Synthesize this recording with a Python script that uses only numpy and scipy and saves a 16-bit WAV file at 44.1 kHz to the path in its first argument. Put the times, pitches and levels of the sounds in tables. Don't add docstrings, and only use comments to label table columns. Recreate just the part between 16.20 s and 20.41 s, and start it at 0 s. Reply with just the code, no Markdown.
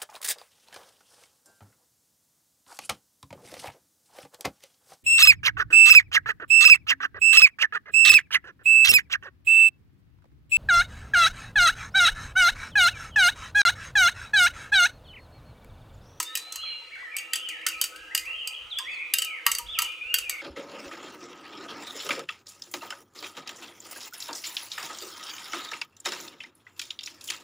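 import sys
import numpy as np
from scipy import signal
from scipy.io import wavfile
from scipy.ndimage import uniform_filter1d

SR = 44100
rng = np.random.default_rng(int(sys.argv[2]) if len(sys.argv) > 2 else 0)


def volts_from_decibels(level):
    exponent = np.asarray(level, float) / 20
    return 10 ** exponent


def transcribe(u):
    v = np.clip(np.atleast_2d(u).T, -1, 1)
    q = np.round(v * 32767).astype(np.int16)
    wavfile.write(sys.argv[1], SR, q)


N = 185793

# t/s, level/dB, then low wall ring/dB, middle wall ring/dB, rod brightness/dB,
# all three relative to the blow
FIRST_BLOWS = [(0.0004, -10, -24, -20, -25), (0.1532, -14.5, -17, -11, -16.5), (0.323, -21, -39, -23, -23),
               (0.966, -19, -14, -14.5, -15), (1.134, -16, -8, -9.5, -13), (1.2881, -23.5, -13.5, -13, -23),
               (1.4654, -8.5, -12, -13.5, -22.5), (1.6139, -10, -27, -20.5, -12.5),
               (1.949, -9.5, -13, -12.5, -17), (2.274, -20, -48, -8.5, -17), (2.586, -21.5, -14, -8, -20),
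               (2.9376, -10.5, -14.5, -4, -9), (3.265, -9, -5, -10, -10.5),
               (3.5882, -11.5, -11, -8.5, -12.5), (3.9414, -9.5, -15, -7, -14),
               (4.0956, -14.5, -16, -16, -19)]
# t/s, level/dB, middle wall ring/dB and rod brightness/dB relative to the blow
REBOUNDS = [(0.028, -18.5, -34, -15), (0.173, -16.5, -27, -21), (0.358, -21.5, -22, -15.5),
            (0.755, -54, -6, -30), (0.985, -25.5, -4.5, -19), (1.1569, -15, -17, -26),
            (1.2973, -36, -17, -22), (1.4142, -48.5, 12.5, -22), (1.4855, -20, -9.5, -15.5),
            (1.64, -13, -24, -20), (1.7604, -36, -2.5, -18), (1.9768, -17.5, -9.5, -15),
            (1.995, -27, -23, -18), (2.055, -39.5, -1, -17), (2.985, -12, -15.5, -16.5),
            (3.0207, -14.5, -11, -21), (3.047, -23, -25, -12), (3.256, -48, 0, -8),
            (3.3162, -11.5, -13.5, -14), (3.3502, -16.5, -16, -23), (3.385, -18, -12.5, -11),
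            (3.6202, -13.5, -20, -15.5), (3.6446, -26, -23, -24), (3.72, -44.5, 11, -20),
            (3.9856, -17.5, -14, -12.5)]
# t/s, level/dB
DRAG = [(0.0, -60), (0.13, -53.5), (0.6, -64.5), (.95, -64), (1.25, -54.5), (1.4, -64), (1.61, -46),
        (1.75, -54), (2.32, -56.5), (2.41, -70), (2.8, -72), (3.04, -50.5), (3.16, -50), (3.22, -56),
        (3.33, -55), (3.44, -61), (3.55, -56), (3.65, -55), (3.78, -62), (4.21, -62)]


def evened(x):
    return x / np.sqrt(np.mean(x ** 2) + 1e-20)


def read(points, hz):
    f, value = np.transpose(points)
    return np.interp(np.log(hz + 1), np.log(f + 1), value)


def curve(rows):
    s, level = np.transpose(rows)
    return np.interp(np.arange(N) / SR, s, level)


def add(mix, s, sound):
    part = mix[max(round(s * SR), 0):][:len(sound)]
    part += sound[:len(part)]


def soft_rise(t, rise_s):
    return np.sin(np.pi / 2 * np.clip(t / rise_s, 0, 1)) ** 2


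def bandpass(x, order, low_hz, high_hz):
    return signal.sosfilt(signal.butter(order, (low_hz, high_hz), "bandpass", fs=SR, output="sos"), x)


def spread_wide(mid, side):
    return mid + side * np.array([[1], [-1]])


def narrow(hz, width):
    r = np.exp(-np.pi * width / SR)
    z = rng.standard_normal(N) + 1j * rng.standard_normal(N)
    for _ in range(2):
        z = signal.lfilter([1 - r], [1, -r], z)
    turns = np.cumsum(hz * np.ones(N)) / SR
    return evened((z * np.exp(2j * np.pi * turns)).real)


def echoes(x, t60_low, t60_high, gap_s):
    t = np.arange(SR) / SR
    noise = rng.standard_normal((2, SR)) * np.clip(t / gap_s, 0, 1)
    low = signal.lfilter(*signal.butter(2, 5000, fs=SR), noise)
    tail = low * volts_from_decibels(-60 * t / t60_low) + (noise - low) * volts_from_decibels(-60 * t / t60_high)
    return signal.fftconvolve(x[None], tail / np.linalg.norm(tail[0]), axes=1)[:, :N]


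def favoured(s):
    # t/s, f/Hz, level/dB
    by_strikes = [(0.1536, 2693, -35), (0.1536, 5140, -38), (0.1536, 8730, -36.0), (0.1536, 13900, -28),
                  (0.3228, 3400, -43), (0.3228, 4200, -43), (0.3228, 6300, -39), (0.3228, 13350, -53),
                  (0.966, 2730, -40), (0.966, 5600, -44), (0.966, 8370, -30.5), (0.966, 13600, -31),
                  (1.134, 2710, -31), (1.134, 4730, -28.5), (1.134, 7700, -27.5), (1.134, 10820, -27),
                  (1.2884, 3090, -35), (1.2884, 4810, -46), (1.2884, 8500, -41), (1.2884, 13500, -47),
                  (1.4649, 2710, -32), (1.4649, 4680, -34), (1.4649, 6270, -25.5), (1.4649, 13500, -31),
                  (1.6148, 3057, -22.5), (1.6148, 4680, -29), (1.6148, 6730, -28.5), (1.6148, 14360, -25),
                  (1.9487, 2900, -26), (1.9487, 4870, -26.5), (1.9487, 8480, -26), (1.9487, 14000, -26),
                  (2.274, 2850, -53), (2.274, 4830, -35.5), (2.274, 8290, -32.5), (2.274, 13100, -47),
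                  (2.586, 3500, -34), (2.586, 4920, -36), (2.586, 8260, -38), (2.586, 13100, -43.0),
                  (2.9376, 2880, -30), (2.9376, 4630, -30.5), (2.9376, 6330, -28), (2.9376, 13710, -21),
                  (3.265, 2810, -20.5), (3.265, 4674, -27), (3.265, 7770, -27), (3.265, 14000, -19),
                  (3.5888, 3000, -26.5), (3.5888, 4910, -31.5), (3.5888, 7400, -34), (3.5888, 10800, -28.5),
                  (3.9418, 3150, -22.5), (3.9418, 4450, -41), (3.9418, 6100, -35), (3.9418, 13600, -18.5),
                  (4.0956, 2960, -37), (4.0956, 4656, -33.5), (4.0956, 7760, -28), (4.0956, 13300, -27),
                  (0.0277, 2240, -42.5), (0.0277, 6320, -41), (0.0277, 8310, -48), (0.1724, 3930, -40),
                   (0.1724, 4510, -45), (0.1724, 12770, -36), (0.3566, 3060, -43), (0.3566, 6420, -34.5),
                   (0.3566, 8520, -40), (0.9851, 2760, -36), (0.9851, 6570, -35.5), (0.9851, 8660, -35),
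                   (1.1564, 3080, -29), (1.1564, 6280, -37), (1.1564, 10690, -33), (1.4855, 1930, -45),
                   (1.4855, 4610, -49), (1.4855, 13390, -31), (1.6399, 2870, -31), (1.6399, 4670, -32.5),
                   (1.6399, 13540, -30), (1.7604, 2220, -51), (1.7604, 4530, -49.5), (1.7604, 8560, -49),
                   (1.9773, 2840, -32), (1.9773, 4650, -40.5), (1.9773, 12310, -32), (2.986, 3010, -28),
                   (2.986, 4690, -34), (2.986, 7880, -23), (3.0209, 3000, -26), (3.0209, 4660, -38.5),
                   (3.0209, 8540, -30.5), (3.045, 2660, -42), (3.045, 4650, -47), (3.045, 8550, -42),
                   (3.3158, 2140, -32), (3.3158, 6300, -31), (3.3158, 7840, -24.5), (3.352, 1910, -39),
                   (3.352, 4630, -30.5), (3.352, 10790, -32.5), (3.3852, 2830, -37.5), (3.3852, 6330, -37),
                   (3.3852, 8520, -31), (3.6204, 3070, -30), (3.6204, 4670, -37), (3.6204, 13410, -28),
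                   (3.9857, 2790, -26), (3.9857, 4690, -43), (3.9857, 7700, -30.5)]
    rows = [row[1:] for row in by_strikes if abs(row[0] - s) < .005]
    return np.array(rows).reshape(-1, 2)


def knock(low_db, middle_db, bright_db, singled, blow_db, rise_s):
    # f/Hz, level/dB, t60/s
    base = [(1298, -14, .12), (1600, -9, .04), (1885, 1, .09), (2050, -7, .05), (2170, -9, .04)]
    # f/Hz, level/dB, t60/s
    wall = [(2300, -14, .04), (2488, -12, .13), (2640, -11, .04), (2780, 3, .13), (2900, -10, .04),
            (3060, -3, .04), (3300, -9, .03)]
    # f/Hz, level/dB, t60/s
    upper = [(3742, -11, .08), (4150, -10, .02), (4520, -5, .035), (4645, 1, .11), (4790, -3, .03),
             (4950, -8, .02)]
    # f/Hz, level/dB, t60/s
    rod_low = [(5420, -8, .025), (5900, -9, .02), (6290, -1, .025), (6950, -5, .025), (7500, -6, .02),
               (7830, 2, .03), (8300, -5, .02), (8700, -5, .02), (9030, -8, .06), (9400, -8, .02)]
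    # f/Hz, level/dB, t60/s
    rod_high = [(10300, -3, .02), (11000, -5, .02), (11720, -9, .04), (12270, -2, .025), (12600, -6, .02),
                (13390, -4, .025), (13740, 0, .025), (14300, -8, .02), (15200, -10, .02)]
    # f/Hz, t60/s
    favoured_t60 = [(2000, .05), (2800, .055), (3300, .03), (4680, .08), (6300, .04), (8000, .035),
                    (13500, .018)]

    t = np.arange(6000) / SR
    contact_s = rise_s + 0.004
    contact = 1 / (1 + (t / contact_s) ** 4.5)
    rise = soft_rise(t, rise_s)
    out = np.zeros(len(t))
    out[:600] = volts_from_decibels(-5.5) * (rise * contact)[:600] * rng.standard_normal(600)

    upper_db = (middle_db + bright_db) / 2 - 4.5
    # modes, level dB, share that rings on after contact, detuning
    families = ((base, low_db + 3.5, .55, .002), (wall, middle_db + 4.5, .5, .002),
                (upper, upper_db + 7.5, .3, .002),
                (rod_low, -5.0, .22, .009), (rod_high, bright_db + 10.5, .18, .009))
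    for modes, db, rings_on, detune in families:
        hz, mode_db, t60 = np.transpose(modes)[:, :, None]
        uneven, phase = rng.standard_normal((2, len(hz), 1))
        decay_db = -60 * np.maximum(t - 0.45 * contact_s, 0) / t60
        taken = (abs(hz / (singled[:, 0] + 1) - 1) < .035).any(1, keepdims=True)
        tones = np.sin(2 * np.pi * hz * (1 + detune * phase) * t + 10 * phase)
        body = ~taken * volts_from_decibels(mode_db + 2.2 * uneven + decay_db) * tones
        rung = body.sum(0) * rise * (rings_on + (1 - rings_on) * contact)
        out += volts_from_decibels(db) * rung / np.sqrt(np.mean(rung[:300] ** 2))

    for hz, db in singled:
        rings_on = .35 if hz < 5200 else .15
        decay_db = -60 * np.maximum(t - 0.5 * contact_s, 0) / read(favoured_t60, hz)
        tone = volts_from_decibels(db + 4 - blow_db + decay_db) * np.sin(2 * np.pi * hz * t)
        out += tone * rise * (rings_on + (1 - rings_on) * contact)

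    late = round(.0056 * SR)
    return out + volts_from_decibels(-12.5) * np.pad(out, (late, 0))[:len(out)]


def bubbles():
    # t/s, level/dB, f/Hz, t60/s
    pops = [(0, -15, 983, 0.024), (0, -20.5, 1270, 0.037), (0.433, -30.5, 1300, 0.032),
            (.615, -39, 926, 0.049), (0.824, -42, 1105, 0.081), (1.465, -24, 1470, .05),
            (1.461, -24.5, 1324, 0.04), (1.952, -55, 1290, 0.042), (2.587, -26, 1670, 0.028),
            (2.599, -37.5, 1046, 0.14), (2.594, -38, 960, .08), (2.59, -36, 1180, .05),
            (3.2619, -13.5, 1149, 0.056), (3.279, -26.5, 1322, 0.1), (3.264, -27, 937, 0.088),
            (3.281, -56, 195, 0.36), (3.392, -35.5, 950, 0.17), (3.389, -33, 1212, 0.054),
            (3.576, -32, 1322, 0.36), (3.587, -26.5, 1227, 0.082), (3.592, -33.5, 960, 0.053),
            (3.621, -28.5, 965, 0.04), (3.94, -7.5, 1524, 0.014), (3.983, -24.5, 1364, 0.025)]
    out, t = np.zeros(N), np.arange(9000) / SR
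    for s, db, hz, t60 in pops:
        beat = 1 + .35 * np.cos(2 * np.pi * (45 * t + rng.random()))
        tone = np.sin(2 * np.pi * hz * t)
        add(out, s, volts_from_decibels(db - 60 * t / t60) * soft_rise(t, 0.0069) * beat * tone)
    return out


def rod():
    strikes = [(row, .0022) for row in FIRST_BLOWS]
    strikes += [((s, db, -22, *rest), .0036) for s, db, *rest in REBOUNDS]
    dry = np.zeros((3, N))
    for k, ((s, db, *colour), rise_s) in enumerate(sorted(strikes)):
        blow_db = db - 11.5
        struck = knock(*colour, favoured(s), blow_db, rise_s)
        add(dry[k % 3], s - .6 * rise_s, volts_from_decibels(blow_db) * struck)
    dry = bandpass(dry, 4, 1100, 15000)
    dry[0] += bubbles()
    scatter = sum(echoes(place, 0.21, 0.22, 0.002) for place in dry)
    a, b = signal.lfilter(*signal.butter(1, 8000, fs=SR), scatter)
    return spread_wide(dry.sum(0) + volts_from_decibels(-6.0) * a, volts_from_decibels(-17) * b)


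def beaker_ring():
    return volts_from_decibels(curve(DRAG)) * narrow(1290, 16)


def lifted_after(strikes, lift_db, t60):
    s, db = np.transpose([row[:2] for row in strikes])[:, :, None]
    t = np.arange(N) / SR - s
    return (volts_from_decibels(db + lift_db - 60 * abs(t) / t60) * (t > 0)).sum(0)


def swirl():
    rest = volts_from_decibels(-67 + 0.065 * (curve(DRAG) + 45))
    splash = lifted_after(FIRST_BLOWS, -40, 0.62)
    spray = lifted_after(REBOUNDS + FIRST_BLOWS, -19.5, 0.098)
    return rest + splash + spray


def grazed_glass():
    # f/Hz, width/Hz, level/dB
    glass = [(4680, 300, -4), (6600, 500, -8), (8400, 600, -9)]
    return sum(volts_from_decibels(db) * narrow(hz, width) for hz, width, db in glass)


def water_hiss():
    hiss = bandpass(rng.standard_normal(N), 1, 4200, 9000)
    return swirl() * evened(evened(hiss) + grazed_glass())


def air():
    # f/Hz, level/dB
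    colour = [(53, -52), (90, -17.5), (193, -17.5), (504, -5), (1150, -5), (1260, 0), (1600, -6.5),
              (2820, 3), (4180, -13.5), (4760, -16.5), (8580, -22.5), (11600, -34), (13600, -27),
              (15500, -33), (16500, -42)]
    # f/Hz, likeness (0-1)
    likeness = [(40, 0.24), (250, 0.39), (600, 0.092), (1200, 0.85), (3000, 0.53), (6000, 0.84),
                (12000, 0.15)]
    frames, hz = N // 256 + 5, np.fft.rfftfreq(1024, 1 / SR)
    a, b, c, d, patches = rng.standard_normal((frames, 513, 5)).T
    patches = uniform_filter1d(patches, size=6, axis=0)
    patches = evened(uniform_filter1d(patches, size=20, axis=1))
    same = np.clip(read(likeness, hz), -1, 1)[:, None]
    left, other = a + 1j * b, c + 1j * d
    z = np.array([left, same * left + np.sqrt(1 - same ** 2) * other])
    z *= volts_from_decibels(read(colour, hz)[:, None] + 3.7 * patches)
    return volts_from_decibels(-51) * evened(signal.istft(z, nperseg=1024, noverlap=768)[1][:, :N])


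def hum():
    # f/Hz, width/Hz, level/dB above the swell
    bands = [(320, 32, 6), (499.5, 59, 9)]
    # t/s, level/dB
    swell = [(0, -75.5), (.15, -84.5), (.8, -95), (1.03, -81.5), (1.8, -76.5), (2.5, -95.5), (2.9, -84),
             (3.5, -81), (4.21, -84)]
    swell_db, out = curve(swell), 0
    for share, (hz, width, db) in zip((1, .4), bands):
        out = out + volts_from_decibels(db + share * (swell_db + 78.5) - 72.0) * narrow(hz, width)
    return out


def gusts():
    puffs = [(0, -73, 30), (.4, -64, 45), (.74, -70, 38), (1.18, -73, 60), (1.57, -68, 68),
             (1.79, -66.5, 54), (2.04, -59.5, 53), (2.45, -58.5, 99), (2.67, -67, 45), (3.35, -61, 188),
             (3.47, -49.5, 95), (3.87, -62, 175), (4.01, -61.5, 65)]
    s, db, fall = np.transpose(puffs)[:, :, None]
    t = np.arange(N) / SR - s
    calm = volts_from_decibels(-94)
    return calm + volts_from_decibels(db + np.minimum(203 * t, -abs(fall) * t)).max(0)


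def wind():
    shared, left, right = rng.standard_normal((3, N))
    low = bandpass([shared + 0.95 * left, shared + 0.8 * right], 2, 30, 74)
    return gusts() * evened(low)


def whistles():
    # t/s, f/Hz, level/dB
    opening = [
        [(.03, 3500, -58), (.07, 3620, -40), (.11, 3740, -49), (.14, 3820, -47), (.19, 3950, -43),
         (.3, 4094, -50), (.49, 4147, -36.5), (.596, 4096, -45.5), (.66, 4000, -57)],
        [(.35, 2600, -56), (.39, 2857, -45), (.425, 3320, -45.5), (.44, 3377, -36), (.455, 2480, -53),
         (.475, 2260, -41.5)],
        [(.5, 2910, -38.5), (.55, 2720, -48.5), (.6, 2850, -81)],
        [(.706, 1700, -56), (.722, 2186, -46), (.735, 2330, -45), (.748, 2250, -42), (.76, 1600, -50),
         (.773, 1350, -54)],
        [(.775, 1427, -54), (.793, 1900, -49), (.815, 1995, -44), (.845, 1954, -43), (.885, 1697, -50),
         (.892, 1800, -58), (.905, 2450, -52)],
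        [(.915, 2485, -47), (.95, 2200, -39), (.97, 2743, -47), (1.03, 2782, -48.5), (1.08, 2610, -73)],
        [(1.11, 2760, -76), (1.13, 2984, -41), (1.15, 3540, -35.5)],
    ]
    # t/s, f/Hz, level/dB
    middle = [
        [(1.17, 2650, -40.5), (1.21, 3015, -45.5), (1.25, 3128, -39), (1.285, 2870, -40.5), (1.32, 2032, -45),
         (1.365, 1700, -51), (1.39, 1680, -54), (1.42, 1950, -47), (1.44, 2700, -46)],
        [(1.72, 1446, -52.5), (1.8, 1676, -59), (1.85, 1597, -58), (1.9, 1600, -54), (1.92, 2030, -39.5),
         (1.96, 2200, -83), (2.03, 2100, -57)],
        [(2.045, 2145, -52), (2.08, 2705, -34.5), (2.125, 2798, -41), (2.155, 3212, -45), (2.19, 3150, -39),
         (2.23, 2767, -40), (2.28, 2456, -51)],
        [(2.3, 2406, -55), (2.32, 2484, -46), (2.345, 3314, -40.5), (2.38, 2860, -43)],
        [(2.503, 4100, -47), (2.53, 3415, -32), (2.553, 2810, -52), (2.575, 3440, -29), (2.61, 3527, -60)],
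    ]
    # t/s, f/Hz, level/dB
    closing = [
        [(2.638, 1786, -55), (2.655, 1876, -50), (2.672, 1995, -37), (2.7, 2564, -41), (2.75, 2606, -42),
         (2.79, 2078, -42), (2.83, 2512, -38.5), (2.87, 2500, -68)],
        [(2.95, 2900, -54), (2.99, 3166, -48), (3.03, 2996, -37), (3.06, 2550, -44.5), (3.12, 2214, -40.5),
         (3.17, 1980, -48.5), (3.205, 1490, -55)],
        [(3.485, 3276, -38.5), (3.51, 3607, -36.5), (3.53, 3534, -36), (3.56, 2597, -38.5), (3.59, 2050, -50),
         (3.63, 2800, -40), (3.655, 3025, -38), (3.68, 2388, -45), (3.72, 2490, -46)],
        [(3.81, 2380, -37), (3.86, 2647, -45.5), (3.9, 2835, -34.5), (3.95, 2950, -52), (4.0, 2776, -46),
         (4.1, 2280, -43.5), (4.16, 2056, -45.5), (4.215, 2410, -43)],
    ]
    # t/s, length/s, from f/Hz, to f/Hz, level/dB
    chirps = [(.05, .07, 5440, 4180, -56), (2.63, .035, 5940, 5500, -58), (2.716, .06, 4810, 4040, -54),
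              (4.17, .04, 5030, 3500, -59), (.065, .08, 1752, 1833, -55), (1.485, .075, 2965, 2296, -41),
              (1.582, .016, 3800, 4850, -53), (1.43, .012, 1900, 2900, -46), (2.07, .03, 1850, 2050, -50),
              (1.995, .05, 2050, 2080, -50), (3.455, .025, 2750, 3900, -47), (3.83, .09, 1480, 1500, -58),
              (4.11, .06, 1470, 1490, -55)]
    notes = opening + middle + closing
    for s, d, a, b, db in chirps:
        notes = notes + [[(s, a, db - 4), (s + d / 2, (a + b) / 2, db), (s + d, b, db - 4)]]
    out = np.zeros(N)
    for rows in notes:
        s, hz, db = np.transpose(rows)
        t = np.arange(s[0], s[-1], 1 / SR)
        glide = uniform_filter1d(np.interp(t, s, hz), size=330, mode="nearest")
        turns = np.cumsum(glide) / SR
        fade = np.clip(np.minimum(t - s[0], s[-1] - t) / 0.0011, 0, 1)
        add(out, s[0], volts_from_decibels(np.interp(t, s, db)) * np.sin(2 * np.pi * turns) * fade)
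    return out


def birds():
    # delay t/s, level/dB
    slaps = [
        (.019, -6),
        (.034, -8),
        (.058, -9),
        (.085, -10),
    ]
    dry = whistles()
    flutter = uniform_filter1d(rng.standard_normal(N), size=300)
    flutter = evened(uniform_filter1d(flutter, size=300))
    dull = signal.filtfilt(*signal.butter(4, 3600, fs=SR), dry)
    near = echoes(dull, 0.42, 0.2, 0.002)
    far = echoes(dull, 1.0, 1.0, 0.027)
    thrown = np.array([volts_from_decibels(db) * np.pad(dull, (round(s * SR), 0))[:N] for s, db in slaps])
    mid = volts_from_decibels(3.8 + 1.2 * flutter) * dry + volts_from_decibels(-2.5) * thrown.sum(0)
    mid += volts_from_decibels(1.2) * near[0] + volts_from_decibels(2.2) * far[0]
    side = volts_from_decibels(-8) * (thrown[::2].sum(0) - thrown[1::2].sum(0))
    side += volts_from_decibels(-0.5) * near[1] + volts_from_decibels(-1.0) * far[1]
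    return spread_wide(mid, side)


def scrapes():
    # t/s, length/s, level/dB
    slides = [
        (0.8, 0.1, -65),
        (1.417, 0.024, -75),
        (2.717, 0.028, -57),
        (2.745, 0.027, -56),
        (2.787, .08, -63.5),
        (3.726, 0.049, -64),
    ]
    s, length, db = np.transpose(slides)[:, :, None]
    t = np.arange(N) / SR - s
    level = (volts_from_decibels(db) * np.exp(-(2 * t / length) ** 2)).sum(0)
    return level * evened(grazed_glass())


def scene():
    glass = rod() + beaker_ring() + water_hiss() + scrapes()
    return glass + air() + hum() + wind() + birds()


def low_pass(x):
    return signal.sosfilt(signal.butter(12, 16690, fs=SR, output="sos"), x)


def record(dry):
    limited = signal.sosfilt(signal.cheby2(10, 50, 17000, fs=SR, output="sos"), dry)
    return low_pass(limited)


dry = scene()
out = record(dry)
transcribe(out)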